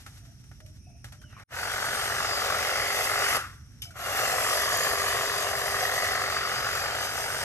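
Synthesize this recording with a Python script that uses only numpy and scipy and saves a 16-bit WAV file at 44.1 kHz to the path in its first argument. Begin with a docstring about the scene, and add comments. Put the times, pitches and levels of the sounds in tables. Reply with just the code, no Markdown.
"""First a low rumble and insects in a garden, with twigs snapping, a dove's coos and a bird's whistles.
Then a powered hedge trimmer, some metres from two microphones, works a hedge top in two runs.
A pulsed hum and high motor orders make its motor; at each blade reversal, blows ring bar and housing.
Shaped noise scrapes between the blows. In the pause come a bar ringing out, a sharp click and more
rustling; noise shaped by spectra makes the foliage and rumble, wavering tones make the birds."""
import sys
import numpy as np
from scipy import signal
from scipy.fft import rfft, irfft, next_fast_len
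from scipy.io import wavfile
from scipy.ndimage import uniform_filter1d

SR = 44100
rng = np.random.default_rng(int(sys.argv[2]) if len(sys.argv) > 2 else 0)


def transcribe(u):
    """Save the signal u as a 16-bit wav file named by the first command-line argument.

    u: samples, shape (n,) or (channels, n), limited to [-1, 1]; the rate is SR.
    q: integer samples, one column per channel.
    """
    v = np.clip(np.atleast_2d(u).T, -1, 1)
    q = np.round(v * 32767).astype(np.int16)
    wavfile.write(sys.argv[1], SR, q)


N = 328089
T = np.arange(N) / SR
FREQS = np.fft.rfftfreq(N, 1 / SR)

# Garden rumble, shape of the spectrum. Each row: frequency in Hz, level in dB.
RUMBLE_SPECTRUM = [(20, -36), (35, -17), (52, 0.5), (85, 2.5), (130, 1), (160, -11), (250, -15), (350, -25),
                   (500, -39.5), (1500, -62), (4000, -75), (13000, -75)]
# Insect chorus. Each row: frequency in Hz, half width in Hz, level in dB.
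INSECT_BANDS = [(5670, 440, -63.5), (9250, 48, -73.5)]
# Dove. Each row: start in seconds, length in seconds, pitch in Hz, level in dB before the trees' echo.
DOVE_COOS = [(0.207, 0.14, 673, -63.5), (0.585, 0.11, 622, -60), (0.866, 0.048, 705, -51),
             (0.93, 0.052, 657, -59), (1.133, 0.18, 615, -64), (3.854, 0.1, 677, -57.5)]
# Small bird. Each row: start in seconds, length in seconds, first pitch in Hz, last pitch in Hz,
# level in dB before the trees' echo, flutter as a share of the pitch.
BIRD_WHISTLES = [(0.762, 0.29, 2490, 2580, -69, 0.063), (0.84, 0.084, 2580, 2560, -66, 0.037),
                 (1.189, 0.17, 3260, 2490, -61, 0.022), (1.276, .15, 3000, 2750, -64, 0.077),
                 (1.323, 0.12, 2510, 2120, -58, 0.071)]
# Foliage brushing the tool, or cuttings settling. Each row: middle in seconds, half width in seconds,
# twigs in dB, leaves in dB before the leaf gain.
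FOLIAGE_BRUSHES = [(.1, 0.15, -61, -63), (.62, 0.14, -75, -74), (1.2, 0.11, -72, -82),
                   (1.405, 0.05, -51, -70.5), (3.7, 0.36, -69, -77)]
# Snaps of twigs and leaves. Each row: start in seconds, level in dB, treble in dB relative to it
# before the leaf gain, t60 in seconds.
TWIG_SNAPS = [(0.063, -42.5, -10.5, 0.083), (0.439, -58, -9, 0.049), (0.514, -49, -22, 0.067),
              (0.603, -50, -9, 0.05), (0.662, -61, 0, 0.053), (1.043, -43, -7.5, 0.14),
              (1.085, -65, -5, 0.098), (1.122, -47.5, -7, 0.13), (1.215, -55, -7, 0.12),
              (1.326, -54, -26, 0.078), (1.397, -48, -15, 0.06), (3.821, -48.5, 3, 0.2),
              (3.907, -56, -5, 0.09)]
# Woody part of the foliage, shape of the spectrum. Each row: frequency in Hz, level in dB.
WOOD_SPECTRUM = [(300, -3), (600, -0.5), (800, 2), (1000, -5), (1350, 6), (2000, 2), (2600, -7),
                 (4000, -12), (9000, -46)]
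# Leafy part of the foliage, shape of the spectrum. Each row: frequency in Hz, level in dB.
LEAF_SPECTRUM = [(1500, -2), (2800, 8.5), (4200, 6), (6000, 7), (9000, 1.5), (13000, -4.5)]
# Branches bumping the resting bar. Each row: start in seconds, level in dB, ring in Hz, t60 in seconds.
BRANCH_BUMPS = [(0.064, -60, 1460, 0.15), (1.214, -58, 1520, 0.12), (1.234, -44, 1470, 0.068),
                (1.325, -51, 1340, 0.081), (1.366, -45.5, 1180, 0.21), (3.853, -55, 1390, .1),
                (3.906, -49, 1450, 0.096)]
# Steel modes of the click before the second run. Each row: frequency in Hz, level in dB, t60 in seconds.
CLICK_MODES = [(2300, -55, 0.45), (2940, -41, 0.11), (3040, -38, 0.19), (3300, -43, .08), (3550, -43, 0.11),
               (5170, -40, 0.2), (6070, -46, 0.19), (6500, -54, .15), (6900, -53, 0.099), (8500, -47, .1),
               (11500, -52, 0.089)]
# Trigger pulls. Each row: start in seconds, release in seconds, time constant of noise build-up in seconds.
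TRIGGER_RUNS = [(1.483, 3.369, 0.097), (3.936, 7.6, 0.32)]
# One blade reversal in each run, to set the phase of the strokes. Each entry: time in seconds.
REVERSAL_TIMES = [2.119, 4.868]
# Motor speed under load, before spin-up and coasting. Each row: time in seconds, turns per second in Hz.
MOTOR_SPEED = [(1.65, 405), (1.9, 406.4), (2.3, 405.1), (2.8, 408), (3.38, 407), (4.15, 403.5),
               (4.4, 407.1), (4.8, 405.5), (5.15, 401.7), (5.6, 405.1), (5.95, 399.7), (6.2, 402.5),
               (6.45, 399.8), (7.1, 408.1)]
# Motor hum under load. Each row: time in seconds, level in dB.
HUM_LEVEL = [(1.6, -55), (2.1, -46), (2.7, -46), (3.25, -42), (4.15, -55), (4.6, -43), (5.1, -40),
             (6.5, -46), (7.0, -49.5)]
# Motor whine under load. Each row: time in seconds, level in dB.
WHINE_LEVELS = [(1.7, -45), (2.15, -44), (2.33, -34), (2.5, -41), (3.3, -39), (4.5, -41), (4.6, -34),
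                (4.8, -39), (5.4, -41), (6.0, -42), (6.35, -40), (6.85, -40), (7.3, -44)]
# Motor orders in the whine. Each row: multiple of the shaft speed, level in dB relative to the whine.
WHINE_ORDERS = [(12, 2.5), (16, -12), (18, -14), (20, -15)]
# Cutting noise before each part's gain. Each row: time in seconds, clatter in dB,
# housing boom in dB relative to the clatter, scrape in dB relative to the clatter.
CUTTING_LEVELS = [(1.7, -32.5, -6.5, -5.0), (2.1, -31, -7.5, -6), (2.5, -30, -3.5, -6),
                  (2.85, -30, -3.5, -5.5), (3.03, -31.5, -3, -1.5), (3.3, -27.5, -6, -4.5),
                  (4.2, -25, -2.5, -1), (4.35, -28.5, -1, 0), (4.8, -29, -4.5, -2),
                  (5.5, -32.5, -1.5, -2.5), (6.0, -30, -3.5, -5.5), (6.35, -30.5, -9, -8.5),
                  (6.7, -31, -8, -7), (7.1, -34.5, -3.5, -4), (7.4, -33.5, -4.5, -4.5)]
# Main peak of the clatter as the tool swings. 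Each row: time in seconds, frequency in Hz.
MAIN_PEAK = [(1.8, 1500), (2.1, 1380), (4.15, 1350), (4.66, 1160), (5.0, 1196), (5.65, 1210), (6.3, 1316),
             (7.2, 1520)]
# Bar sweeps that bring out the upper peak. Each row: middle in seconds, half width in seconds, lift in dB.
BAR_SWEEPS = [(2.9, 0.2, 10.5), (3.3, 0.055, 6), (4.85, 0.54, 6.5), (5.97, 0.21, 9)]
# Loudest knocks, on thick twigs. Each row: time in seconds, reference level in dB for tap and chatter.
TWIG_KNOCKS = [(1.53, -30), (1.631, -22), (1.674, -21), (1.716, -23), (1.826, -19), (1.869, -21),
               (1.887, -19), (2.055, -19), (2.078, -19), (2.12, -17), (2.165, -19), (2.182, -19),
               (2.395, -19), (2.42, -18), (2.755, -18), (2.825, -19), (2.902, -19), (2.988, -18),
               (3.115, -19), (3.139, -18), (3.158, -18), (3.262, -16), (3.304, -17), (3.347, -18),
               (3.366, -18), (4.191, -15), (4.254, -18), (4.317, -17), (4.383, -16), (4.725, -17),
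               (4.741, -17), (4.868, -15), (5.171, -19), (5.276, -18), (5.661, -20), (5.679, -18),
               (5.807, -19), (6.022, -19), (6.149, -19), (6.278, -16), (6.365, -18), (6.58, -18),
               (6.731, -20), (6.794, -21), (6.95, -21), (7.027, -21)]
# Housing thuds in each stroke. Each row: delay in strokes, half width in strokes,
# height as a multiple of the steady boom.
HOUSING_THUDS = [(.22, 0.18, 1), (.57, 0.093, 1)]
# Teeth singing as they rub. Each row: middle in seconds, half width in seconds, frequency in Hz, lift in dB.
TEETH_SINGS = [(2.0, 0.17, 8560, 8), (2.5, 0.026, 6350, 2), (4.35, 0.11, 7330, 6.5),
               (7.35, 0.12, 8500, 7.5)]
# Blade clatter, shape of the spectrum before the moving peaks. Each row: frequency in Hz, level in dB.
CLATTER_SPECTRUM = [(700, -15.5), (940, -6.5), (1140, 0.5), (1350, -1), (1640, -2.5), (1980, -3),
                    (2150, -7.5), (2400, -14.5), (2800, -15.5), (3800, -21), (8000, -33), (14000, -65)]
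# Housing boom, shape of the spectrum. Each row: frequency in Hz, level in dB.
HOUSING_SPECTRUM = [(100, -49), (200, -25), (320, -17), (450, -1.5), (600, 3.5), (750, 5), (850, -0.5),
                    (1000, -6.5), (1500, -41)]
# Tooth scrape, shape of the spectrum before rasp and singing. Each row: frequency in Hz, level in dB.
SCRAPE_SPECTRUM = [(1500, -7.5), (2700, 6), (3700, 1.5), (4500, -1), (4850, 3), (5150, 2), (6300, 1.5),
                   (7600, -2), (8500, -2.5), (9400, -2), (11500, -7), (13000, -3.5)]
# Likeness of noise at the two microphones. Each row: frequency in Hz, share from 0 to 1.
MIC_LIKENESS = [(60, 1), (300, 0.71), (700, 0.94), (1400, 0.84), (3000, 0.71), (4500, 0.45), (7000, 0.4),
                (9500, 1), (12000, 0.94)]
# Phase lead of the left microphone for the hedge. Each row: frequency in Hz, lead in radians.
LEFT_LEAD = [(100, 0.5), (500, 0.57), (1500, 1), (2000, 1), (2700, 2), (3700, 3.5), (5400, 4), (6200, 7),
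             (8000, 7.5), (9000, 5), (9600, 3.5), (10600, 6), (11800, -2.5), (13000, 0.5)]
# Left level over right for the hedge. Each row: frequency in Hz, difference in dB.
LEFT_TILT = [(250, -1.5), (500, -0.5), (1000, 4.5), (2000, -1), (4000, 3), (8000, 0.4), (12000, 0)]
# Overall tone: a narrow gap near 10 kHz and little above 13 kHz. Each row: frequency in Hz, gain in dB.
OVERALL_TONE = [(20, -7.5), (9300, -0.5), (9650, 12.5), (9800, -57), (10300, -70), (10550, -4),
                (11300, 9.5), (12900, -4), (13200, -16), (13500, -24), (15000, -24)]

RUMBLE_START_DB = -43
COO_ARCH, COO_SAG, COO_FLUTTER = 0.026, 0.039, 0.068  # shares of a coo's pitch
TREES_T60_S, TREES_ECHO_DB = 0.65, -6
STIR_DB = -76.5  # leaves that stir all the time, before the leaf gain
RING_DB, RING_T60_S, RING_HZ, RING_WIDTH_HZ = -30, 0.36, 1420, 270  # the bar after the first release
BUMP_WIDTH_HZ = 105  # half width of a bumped bar's ring
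CLICK_S, CLICK_SPREAD = 3.819, 0.017  # spread: half width of a cluster, as a share of its frequency
GEAR = 8.61  # motor turns to a blade stroke
SPIN_UP_S, COAST_S = 0.035, 0.313  # time constants of the motor's speed
UNLOAD_DB, UNLOAD_S, COAST_DB_PER_S = 4, 0.021, 141  # quick drop on release, on top of a steady run-down
WHINE_FLICKER_DB, WHINE_COAST_DB_PER_S = 2.3, 500  # the whine's extra fall after release
BLOW_SHARE, COAST_BLOW_SHARE = 0.62, 0.45  # share of blows in the clatter, at full and at low noise
SCRAPE_POWER, BOOM_POWER = 1.15, 1.1  # scrape and boom build up later than the clatter
BOOM_FLICKER_DB = 1.5  # the housing answers some strokes more than others
BOOM_COAST_DB_PER_S = 106  # the housing's extra fall after release
TAP_DB, TAP_SPREAD_DB, TAP_DELAY_S = 17, 2.5, 0.0018  # a reversal's tap over the clatter level
KNOCK_TAP_DB, KNOCK_DB, KNOCK_T60_S = 6, -9.5, 0.08  # first tap, then chatter, over a knock's table level
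TAP_BOOM_DB, KNOCK_BOOM_DB = -2.5, -9  # housing share of taps (on top of the boom level) and of knocks
REBOUND, REBOUND_S = 0.3, 0.00181  # strength and usual delay of a tap's rebound
UPPER_HZ, UPPER_AT_HZ = 1960, 1277  # the upper peak when the main one is at UPPER_AT_HZ
UPPER_FOLLOWS, UPPER_DB = 0.75, 0  # power by which it follows the main peak, and its usual lift
RASP_PER_DB, RASP_EVEN_DB = 0.69, -2  # a scrape weaker than RASP_EVEN_DB gains low treble
SING_WIDTH_HZ = 180  # half width of a singing band
EDGE_HZ = 15700


def amp(db):
    """Decibels to gain."""
    return 10 ** (np.asarray(db) / 20)


def unit(x):
    """Scales to rms 1."""
    return x / np.sqrt(np.mean(x ** 2) + 1e-20)


def bump(x, centre, width):
    """A bell of height 1, along frequency or time."""
    return np.exp(-.5 * np.clip((x - centre) / width, -10, 10) ** 2)


def read(points, hz):
    """Reads a spectrum table on a log-frequency axis."""
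    f, value = np.transpose(points)
    return np.interp(np.log(hz + 1), np.log(np.sort(f) + 1), value)


def curve(rows, axis=1):
    """One column of a time table at every sample."""
    rows = np.asarray(rows)
    return np.interp(T, rows[:, 0], rows[:, axis])


def drift(per_s):
    """A random wander of rms 1, with per_s fresh values a second joined by lines."""
    knots = rng.standard_normal(8000)
    return unit(np.interp(T * per_s, np.arange(len(knots)), knots))


def filtered(x, gain):
    """Applies a gain that is a function of frequency."""
    size = next_fast_len(N + 4096, True)
    return irfft(rfft(x, size) * gain(np.fft.rfftfreq(size, 1 / SR)), size)[..., :N]


def colour(x, points):
    """Shapes a white sound by a spectrum, keeping its power."""
    norm = np.sqrt(np.mean(amp(read(points, FREQS[::20])) ** 2))
    return filtered(x, lambda hz: amp(read(points, hz)) / norm)


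def pair():
    """White noise at two microphones, partly alike."""
    a, b = rng.standard_normal((2, N))
    same = lambda hz: np.clip(read(MIC_LIKENESS, hz), 0, 1)
    other = filtered(a, same) + filtered(b, lambda hz: np.sqrt(1 - same(hz) ** 2))
    return np.array([a, other])


def shimmer(x, depth_db, size):
    """Narrow bands flicker up and down; size is (bins, frames)."""
    z = signal.stft(x, nperseg=2048)[2]
    patches = rng.standard_normal(z.shape[1:])
    for axis in (0, 1, 0, 1):
        patches = uniform_filter1d(patches, size[axis], axis)
    return signal.istft(z * unit(amp(depth_db * unit(patches))), nperseg=2048)[1][:, :N]


def burst(s, t60, crack=1.2):
    """An envelope that cracks at s and dies away."""
    out = np.zeros(N)
    first = max(int(s * SR), 0)
    age = T[:min(N - first, SR // 2)]
    decay = amp(-60 * age / max(t60, .01)) + crack * np.exp(-age / 0.0038)
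    out[first:first + len(age)] = (1 - np.exp(-age / 0.00064)) * decay
    return out


def ring(envelope, hz, width_hz):
    """Noise in a bell-shaped band stands for a cluster of close steel modes under an envelope."""
    return envelope * unit(filtered(rng.standard_normal(N), lambda f: bump(f, hz, width_hz)))


def garden():
    """Low rumble of far traffic, rising slightly, and a steady insect chorus, all from filtered noise."""
    rise_db = 0.54 * T / T[-1]
    rumble = amp(RUMBLE_START_DB + rise_db) * colour(pair(), RUMBLE_SPECTRUM)
    rumble *= amp([[-1], [1.1]])  # left a little weaker than right
    chorus = sum(amp(db) * unit(filtered(rng.standard_normal((2, N)), lambda f: bump(f, hz, width)))
                 for hz, width, db in INSECT_BANDS)
    return rumble + chorus


def note(s, length, db, flutter, pitch):
    """A wavering tone that swells and fades; pitch gives Hz from the share of the note that has passed."""
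    age, out = T[:int(length * SR)], np.zeros(N)
    u, first = age / length, int(s * SR)
    quick, sway = (np.interp(age * per_s, np.arange(400), rng.standard_normal(400)) for per_s in (600, 40))
    hz = pitch(u) * (1 + flutter * quick + .007 * sway)
    swell = np.sqrt(2 * np.sin(np.pi * u))
    out[first:first + len(u)] = amp(db) * swell * np.sin(2 * np.pi * np.cumsum(hz) / SR)
    return out


def birds():
    """Distant wavering coos and whistles, blurred by echoes among the trees (a decaying noise tail)."""
    song = sum(note(s, length, db, COO_FLUTTER,
                    lambda u: hz * (1 + COO_ARCH * np.sin(np.pi * u) - COO_SAG * u))
               for s, length, hz, db in DOVE_COOS)
    song += sum(note(s, length, db, flutter, lambda u: first + (last - first) * u)
                for s, length, first, last, db, flutter in BIRD_WHISTLES)
    song *= unit(amp(2.5 * drift(70)))
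    tail = rng.standard_normal((2, SR // 2)) * amp(-60 * T[:SR // 2] / TREES_T60_S)
    tail /= np.linalg.norm(tail[0])
    echo = signal.fftconvolve(song[None], tail, axes=1)[:, :N]
    return .85 * song + amp(TREES_ECHO_DB) * echo


def foliage(leaf_db=5.5):
    """Twigs crack with a woody knock and a crackle of leaves: two noises under shared bursts and swells."""
    swells = amp(STIR_DB) + sum(amp([[twigs_db], [leaves_db]]) * bump(T, s, width)
                                for s, width, twigs_db, leaves_db in FOLIAGE_BRUSHES)
    wood, leaves = swells * unit(amp(2 * drift(39)))
    for s, db, treble_db, t60 in TWIG_SNAPS:
        snap = amp(db) * burst(s, t60, crack=0.45)
        wood = wood + snap * np.sqrt(np.clip(1 - amp(treble_db) ** 2, .02, 1))
        leaves = leaves + snap * amp(treble_db)
    crackle = unit(amp(0.28 * drift(780)))
    woody = colour(pair() * wood, WOOD_SPECTRUM)
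    return woody + amp(leaf_db) * colour(pair() * leaves * crackle, LEAF_SPECTRUM)


def resting_bar():
    """The bar rings out when the trigger is first released, and briefly whenever branches bump it."""
    freed = T - TRIGGER_RUNS[0][1]
    fade = amp(RING_DB - 60 * abs(freed) / RING_T60_S) * (freed > 0)
    bumps = sum(ring(amp(db) * burst(s, t60, crack=.2), hz, BUMP_WIDTH_HZ)
                for s, db, hz, t60 in BRANCH_BUMPS)
    return ring(fade, RING_HZ, RING_WIDTH_HZ) + bumps


def click():
    """Clusters of steel modes ring briefly after one tap on the tool."""
    return sum(ring(amp(db) * burst(CLICK_S, t60, crack=.15), hz, CLICK_SPREAD * hz)
               for hz, db, t60 in CLICK_MODES)


def trigger(start, release, build_s):
    """One pull: motor speed in Hz and the share of full noise, from spin-up to coasting."""
    held, freed = np.maximum(T - start, 0), np.maximum(T - release, 0)
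    speed = curve(MOTOR_SPEED) * (1 - np.exp(-held / SPIN_UP_S)) * np.exp(-freed / COAST_S)
    fade_db = UNLOAD_DB * np.minimum(freed / UNLOAD_S, 1) + COAST_DB_PER_S * freed
    return speed, (1 - np.exp(-held / build_s)) * amp(-fade_db)


def motor(turns, strokes, freed):
    """Shaft hum, swayed by each blade stroke, and the thin whine of the high orders."""
    hum = np.sqrt(2) * np.sin(2 * np.pi * turns + 0.12 * drift(60))
    hum += .45 * np.sin(2 * np.pi * (turns + strokes))
    hum += .2 * np.sin(2 * np.pi * (turns - strokes))
    shaft = 2 * np.pi * turns + .025 * np.sin(2 * np.pi * strokes) + .035 * drift(70)
    whine = sum(amp(db) * unit(amp(WHINE_FLICKER_DB * drift(45))) * np.sin(round(k) * shaft)
                for k, db in WHINE_ORDERS)
    whine_db = curve(WHINE_LEVELS) - WHINE_COAST_DB_PER_S * freed
    return amp(curve(HUM_LEVEL)) * hum + amp(whine_db) * whine


def clacks(strokes, uneven_db=1.6, play=.025):
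    """Each reversal takes up the drive's play, a sharp blow and chatter; gives envelope and age in strokes."""
    size, slip = rng.uniform(-1, 1, 400), rng.standard_normal(400)
    hits = np.sort(np.arange(-200, 200) + play * slip)  # in strokes
    last = np.maximum(np.searchsorted(hits, strokes) - 1, 0)
    age = strokes - hits[last]
    blow = (1 - np.exp(-age / .02)) * (.6 * np.exp(-age / .12) + np.exp(-(age / .62) ** 2))
    return unit(.2 + amp(uneven_db * size[last]) * blow), age


def taps(times, gains):
    """Sharp taps of steel on steel, each with one quick rebound of either sign."""
    out = np.zeros(N + SR)
    for s, gain, (late, side) in zip(times, gains, rng.uniform(-1, 1, (N, 2))):
        out[int(s * SR)] += gain
        rebound_s = s + REBOUND_S * (1 + .5 * late)
        out[int(rebound_s * SR)] += np.sign(side) * REBOUND * gain
    return out[:N]


def rattle(age, repeat=0.2):
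    """Every blow starts the same jangle of the steel, mixed with fresh noise."""
    place = (age * SR / 47).astype(int) % SR  # at about 47 strokes a second
    share = np.clip(repeat, 0, 1)
    return np.sqrt(share) * pair()[:, SR + place] + np.sqrt(1 - share) * pair()


def bar_ring(x, main_db=5):
    """The blade bar's broad ring, with two peaks that move as the tool is swung."""
    hz, t, z = signal.stft(x, SR, nperseg=512, noverlap=384)
    main_hz = np.interp(t, *np.transpose(MAIN_PEAK))
    upper_hz = UPPER_HZ * (main_hz / UPPER_AT_HZ) ** UPPER_FOLLOWS
    upper_db = UPPER_DB + sum(db * bump(t, s, width) for s, width, db in BAR_SWEEPS)
    hz = hz[:, None]
    peaks_db = main_db * bump(hz, main_hz, 64) + upper_db * bump(hz, upper_hz, 150)
    gain = amp(read(CLATTER_SPECTRUM, hz) + peaks_db)
    z = z * gain / np.sqrt(np.mean(gain ** 2, axis=0))
    return signal.istft(z, nperseg=512, noverlap=384)[1][:, :N]


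def ground_notch(x, depth_db=7.5, place=0.714, width_hz=65):
    """The echo off the lawn cancels a narrow band below the main peak, and moves with it."""
    hz, t, z = signal.stft(x, SR, nperseg=1024, noverlap=768)
    notch_hz = place * np.interp(t, *np.transpose(MAIN_PEAK))
    z = z * amp(-depth_db * bump(hz[:, None], notch_hz, width_hz))
    return signal.istft(z, nperseg=1024, noverlap=768)[1][:, :N]


def tooth_scrape(teeth, scrape_db):
    """Teeth bite through leaves: grainy noise, coarser when weak, with bands that sing for a moment."""
    bites = (rng.random(N) < 260 / SR) * amp(3.0 * np.minimum(rng.exponential(1, N), 3))  # 260 a second
    grain = unit(1 + 0.14 * signal.lfilter([1], [1, -np.exp(-1 / (0.002 * SR))], bites))
    grain *= unit(amp(.8 * drift(22)))  # the leaves come in clumps
    scrape = amp(3.5) * colour(pair() * teeth * grain, SCRAPE_SPECTRUM)
    rasp = amp(RASP_PER_DB * (RASP_EVEN_DB - scrape_db)) - 1
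    scrape += rasp * filtered(scrape, lambda hz: bump(hz, 4300, 1500))
    scrape += sum((amp(db) - 1) * bump(T, s, width)
                  * filtered(scrape, lambda f: bump(f, hz, SING_WIDTH_HZ))
                  for s, width, hz, db in TEETH_SINGS)
    return shimmer(scrape, depth_db=2.2, size=(6, 5))


def trimmer():
    """Blade blows ring the bar and housing, while the teeth scrape and the motor whines."""
    bar, housing, teeth, tones, ages, cracks = np.zeros((6, N))
    level_db, boom_db, scrape_db = (curve(CUTTING_LEVELS, axis) for axis in (1, 2, 3))
    for (start, release, build_s), reversal in zip(TRIGGER_RUNS, REVERSAL_TIMES):
        speed, running = trigger(start, release, build_s)
        freed = np.maximum(T - release, 0)
        turns = np.cumsum(speed) / SR
        strokes = (turns - np.interp(reversal, T, turns)) / GEAR
        blows, age = clacks(strokes)
        ages = np.where(T > start, age, ages)
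        drive = np.clip(running, COAST_BLOW_SHARE, min(BLOW_SHARE, 1))
        bar += running * amp(level_db) * (1 - drive + drive * blows)
        thuds = unit(1 + sum(height * bump(age, delay, width) for delay, width, height in HOUSING_THUDS))
        thuds *= unit(amp(BOOM_FLICKER_DB * drift(47)))
        housing_db = level_db + boom_db - BOOM_COAST_DB_PER_S * freed
        housing += running ** BOOM_POWER * thuds * amp(housing_db)
        teeth += running ** SCRAPE_POWER * amp(level_db + scrape_db) * unit(1 + 0.0094 * blows)
        tones += running * motor(turns, strokes, freed)
        at = np.flatnonzero((np.diff(age) < 0) & (T[1:] < release))  # the reversals
        tap_db = level_db + TAP_DB + TAP_SPREAD_DB * rng.uniform(-1, 1, N)
        cracks += taps(T[at] + TAP_DELAY_S, running[at] * amp(tap_db[at]))

    knock_s, knock_db = np.transpose(TWIG_KNOCKS)
    knock_tap_db = knock_db + KNOCK_TAP_DB
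    bar_taps = cracks + taps(knock_s, amp(knock_tap_db))
    housing_taps = cracks * amp(boom_db + TAP_BOOM_DB) + taps(knock_s, amp(knock_tap_db + KNOCK_BOOM_DB))
    for s, db in TWIG_KNOCKS:  # a thick twig between the teeth makes a harder blow
        knock = amp(db + KNOCK_DB) * burst(s, KNOCK_T60_S, crack=0.88)
        bar = np.maximum(bar, knock)
        housing = np.maximum(housing, knock * amp(KNOCK_BOOM_DB))

    clatter = amp(1.5) * bar_ring(rattle(ages) * bar + bar_taps)
    boom = amp(2.0) * colour(rattle(ages, repeat=0.21) * housing + housing_taps, HOUSING_SPECTRUM)
    return ground_notch(clatter + boom) + tooth_scrape(teeth, scrape_db) + tones


def scene():
    """Hedge sound reaches the left microphone with a phase lead over most of the band; the garden surrounds."""
    left, right = trimmer() + resting_bar() + foliage() + click()
    left = filtered(left, lambda hz: amp(read(LEFT_TILT, hz) / 2) * np.exp(1j * read(LEFT_LEAD, hz)))
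    right = filtered(right, lambda hz: amp(-read(LEFT_TILT, hz) / 2))
    return np.array([left, right]) + birds() + garden()


def record(dry):
    """The sound drops out briefly before the first run; then the overall tone and a low-pass band limit."""
    dropout = np.interp(T, [1.433, 1.438, 1.475, 1.505, 1.535], [1, .004, .004, .3, 1])
    heard = filtered(dry * dropout, lambda hz: amp(read(OVERALL_TONE, hz)))
    low_pass = signal.firwin(511, EDGE_HZ, window=("kaiser", 9), fs=SR)
    return signal.oaconvolve(heard, low_pass[None], "same")


dry = scene()
out = record(dry)
transcribe(out)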